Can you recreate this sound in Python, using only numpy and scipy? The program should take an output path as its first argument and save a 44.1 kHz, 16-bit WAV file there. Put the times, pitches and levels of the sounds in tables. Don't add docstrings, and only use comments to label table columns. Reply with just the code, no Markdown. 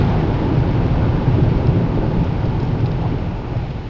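import sys
import numpy as np
from scipy import signal
from scipy.fft import rfft, irfft
from scipy.io import wavfile
from scipy.ndimage import uniform_filter1d

SR = 44100
rng = np.random.default_rng(int(sys.argv[2]) if len(sys.argv) > 2 else 0)


def inscribe(sig):
    pcm = np.round(np.clip(np.atleast_2d(sig).T, -1, 1) * 32767)
    wavfile.write(sys.argv[1], SR, pcm.astype(np.int16))


N = 171549
TIME = np.arange(N) / SR

# (frequency [Hz], relative density [dB per Hz])
SPRAY_SPECTRUM = [(1000, -27.5), (1700, -0.5), (2150, 0.5), (2700, -2.5), (3400, -5), (4200, -9.5),
                  (5400, -16), (6000, -23.5), (7000, -31)]
# (time [s], peak level [dB], pitch [Hz])
CABIN_THUMPS = [(0.12, -10.5, 134), (.582, -7.5, 132), (.622, -9, 117), (.716, -12, 144),
                (0.788, -10.5, 125), (.918, -11.5, 124), (1.026, -7.5, 106), (1.096, -8, 106),
                (1.281, -9.5, 135), (1.346, -8, 103), (1.427, -7.5, 131), (1.48, -10.5, 115),
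                (1.69, -7, 135), (1.771, -11, 123), (2.213, -9.5, 149), (2.444, -13.5, 117),
                (2.731, -13.5, 119), (2.838, -8.5, 121), (3.067, -12.5, 109), (3.166, -14, 120),
                (3.285, -17, 85), (3.571, -14, 104), (3.631, -16.5, 116)]
THUMP_RISE_S, THUMP_FALL_S = 0.008, 0.013


def amp(db):
    return 10 ** (np.asarray(db) / 20)


def unit(x):
    return x / np.sqrt(np.mean(x ** 2) + 1e-20)


def level(points, axis=1):
    points = np.array(points)
    return amp(np.interp(TIME, points[:, 0], points[:, axis]))


def colour(x, spectrum):
    hz, db = np.transpose(spectrum)
    octave = np.log2(np.fft.rfftfreq(N, 1 / SR) + 1)
    knots = np.log2(hz)
    beyond = abs(octave - np.clip(octave, knots[0], knots[-1]))
    gain = amp(np.interp(octave, knots, db) - 20 * beyond)
    return unit(irfft(rfft(x) * gain, N))


def wander(rate_hz):
    hz = np.fft.rfftfreq(N, 1 / SR)
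    gain = np.exp(-(hz / rate_hz) ** 2) * (hz > 2)
    return unit(irfft(rfft(rng.standard_normal(N)) * gain, N))


def steady(x, size):
    power = uniform_filter1d(uniform_filter1d(x ** 2, size), size)
    return x / np.sqrt(abs(power) + 1e-9)


def impacts(per_s, spread_db):
    unevenness_db = spread_db * np.minimum(rng.exponential(1, N), 4)
    sizes = rng.standard_normal(N) * amp(unevenness_db)
    return unit(sizes * (rng.random(N) < per_s / SR))


def swell(at, rise, fall):
    t = TIME - at
    return np.exp(-(t / np.where(t < 0, rise, fall)) ** 2)


def band(hz, width_oct):
    # (frequency [Hz], gain [dB])
    glass = [(2600, 1), (3000, -3), (3650, 0), (4050, 2), (4500, -3), (5000, 1.5), (5500, 2.5), (6050, -11),
             (6500, -7), (7200, -9.5)]
    f = np.fft.rfftfreq(8192, 1 / SR) + 1
    bell = np.exp(-(np.log2(f / hz) / width_oct) ** 2)
    bell = bell * amp(np.interp(f, *np.transpose(glass)))
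    phase = np.exp(2j * np.pi * rng.random(len(f)))
    block = unit(irfft(bell * phase))
    return np.resize(block, N)


def road():
    # (frequency [Hz], relative density [dB per Hz])
    shake_spectrum = [(8, -30), (16, -11), (26, -5), (35, 0), (47, 1), (57, -5), (80, -14), (130, -40)]
    # (time [s], level [dB])
    shake_level = [(0, -24.5), (1.55, -25.5), (2.3, -27), (3.1, -27.5), (3.89, -31)]
    # (frequency [Hz], relative density [dB per Hz])
    boom_spectrum = [(40, -31), (68, -8.5), (81, -1), (93, -1.5), (106, -1), (120, 1), (140, -4),
                     (163, 0.5), (178, -5.5), (198, -16), (280, -39.5)]
    # (time [s], level [dB])
    boom_level = [(0.03, -15.5), (.25, -19), (0.48, -20.5), (0.6, -17.5), (1.1, -17.3), (1.21, -21.5),
                  (1.3, -16.5), (1.52, -17), (1.62, -19.5), (1.7, -16.5), (1.8, -16.5), (1.92, -21),
                  (2.2, -18.5), (2.3, -20), (2.9, -20), (3.3, -23), (3.43, -30), (3.54, -22), (3.68, -25),
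                  (3.86, -29)]
    takeover = 0.55

    shake = steady(colour(rng.standard_normal(N), shake_spectrum), size=8000)
    boom = steady(colour(rng.standard_normal(N), boom_spectrum), size=3000)
    thumping = sum(swell(at, THUMP_RISE_S, THUMP_FALL_S) for at, _, _ in CABIN_THUMPS)
    boom_left = 1 - np.clip(takeover * thumping, 0, 1)
    return shake * level(shake_level) + boom * level(boom_level) * boom_left


def jolt(at, db, hz, rise, fall):
    return amp(db) * np.cos(2 * np.pi * hz * (TIME - at)) * swell(at, rise, fall)


def jolts():
    # (time [s], peak level [dB], pitch [Hz])
    wheel_bumps = [(.939, -13, 45), (1.154, -17, 42), (1.561, -11.5, 45), (1.992, -11, 38),
                   (2.187, -12, 41), (2.48, -14.5, 30)]
    bump_rise_s, bump_fall_s = 0.012, 0.016
    bumps = sum(jolt(*row, bump_rise_s, bump_fall_s) for row in wheel_bumps)
    thumps = sum(jolt(*row, THUMP_RISE_S, THUMP_FALL_S) for row in CABIN_THUMPS)
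    return bumps + thumps


def water():
    # (frequency [Hz], relative density [dB per Hz])
    drum_spectrum = [(120, -24.5), (195, -0.5), (235, 1), (310, -0.5), (345, -2), (385, -2.5), (485, -7.5),
                     (530, -7.5), (600, -12.5), (800, -24.5), (1500, -55.5)]
    # (frequency [Hz], relative density [dB per Hz])
    churn_spectrum = [(400, -26.5), (620, -1.5), (720, -2), (870, 1.5), (970, -3), (1090, -8), (1190, -6.5),
                      (1310, -11), (1460, -8), (1700, -17.5), (2500, -36)]
    # (time [s], drumming level [dB], churning level [dB])
    water_level = [(0, -22, -29), (.45, -23, -30.5), (1.4, -23, -32), (2.1, -23, -33), (2.28, -27, -33),
                   (2.7, -26, -35), (3.12, -27.5, -35.5), (3.43, -31.5, -36.5), (3.6, -32, -36.5),
                   (3.89, -35, -42)]
    # (time [s], level [dB])
    spray_level = [(0, -38), (.3, -41.5), (.85, -42.5), (1.5, -43), (1.9, -46), (2.3, -45), (2.7, -47),
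                   (3.1, -46.5), (3.43, -55.5), (3.6, -48.5), (3.89, -54)]

    drum = colour(impacts(per_s=6000, spread_db=1.46), drum_spectrum)
    churn = colour(impacts(per_s=12000, spread_db=0.9), churn_spectrum)
    spray = colour(impacts(per_s=14000, spread_db=1.5), SPRAY_SPECTRUM)
    drum = drum * amp(0.62 * wander(rate_hz=15))
    churn = churn * amp(0.5 * wander(rate_hz=22))
    spray = spray * amp(0.5 * wander(rate_hz=18))
    low_water = drum * level(water_level) + churn * level(water_level, axis=2)
    return low_water + spray * level(spray_level)


def slosh(at, db, hz, length):
    width_oct, roughness = 0.44, 0.23
    ragged = unit(1 + roughness * wander(rate_hz=56))
    envelope = np.exp(-((TIME - at) / length) ** 2)
    return amp(db) * envelope * ragged * steady(band(hz, width_oct), size=800)


def sloshes():
    # (time [s], level [dB], bell centre [Hz], half length to 1/e [s])
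    slaps = [(0.137, -31, 800, 0.061), (0.53, -19, 282, 0.02), (1.046, -35, 1150, 0.033),
             (1.375, -24.5, 340, 0.041), (2.033, -28, 293, 0.04), (2.657, -35, 300, 0.022),
             (3.049, -29, 720, 0.037), (3.138, -22.5, 298, 0.017), (3.551, -30, 610, 0.017),
             (3.657, -36, 815, 0.016)]
    return sum(slosh(*row) for row in slaps)


def patter():
    # (time [s], level [dB])
    patter_level = [(0, -51.5), (1.5, -51.5), (2.3, -55.5), (3.1, -51), (3.89, -60)]
    return colour(impacts(per_s=700, spread_db=1.5), SPRAY_SPECTRUM) * level(patter_level)


def drop(at, db, hz, length):
    rise_s, width_oct = 0.0018, 0.65
    tail_db, tail_s = -20.5, 0.019
    t = np.maximum(TIME - at, 0)
    tick = np.exp(-(t / length) ** 2)
    tail = amp(tail_db) * np.exp(-t / tail_s)
    envelope = np.minimum(t / rise_s, 1) * (tick + tail)
    return amp(db) * envelope * steady(band(hz, width_oct), size=200)


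def drops():
    # (time [s], tick level [dB], bell centre [Hz], tick length to 1/e [s])
    splashes = [(1.432, -46, 4000, 0.0055), (1.669, -38, 4000, 0.004), (1.67, -32.5, 3400, 0.0016),
                (2.241, -46, 4600, .008), (2.455, -45, 4330, 0.0074), (2.6, -42, 4900, 0.0057),
                (2.627, -48, 5600, 0.011), (2.65, -49, 5170, 0.005), (2.806, -46.5, 4520, .005),
                (2.858, -36.5, 3300, 0.0076), (2.864, -36, 4230, .003), (2.915, -37, 3400, .005),
                (3.567, -49, 4200, .006), (3.665, -45, 3000, .003), (3.703, -44, 3200, .012)]
    return sum(drop(*row) for row in splashes)


def air():
    # (frequency [Hz], relative density [dB per Hz])
    air_spectrum = [(900, -9.5), (1600, -3.5), (2100, 0), (2700, 0), (3400, -6.5), (4300, -9.5),
                    (5450, -13.5), (5950, -20.5), (6600, -21), (7200, -27)]
    air_db = -46.5
    return amp(air_db) * colour(rng.standard_normal(N), air_spectrum)


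def scene():
    cabin = road() + jolts()
    wet = water() + sloshes() + patter() + drops()
    return (cabin + wet + air())[None]


def record(dry):
    edge_hz = 7250
    lowpass = signal.firwin(601, edge_hz, window=("kaiser", 9), fs=SR)
    return signal.oaconvolve(dry, lowpass[None], "same")


dry = scene()
out = record(dry)
inscribe(out)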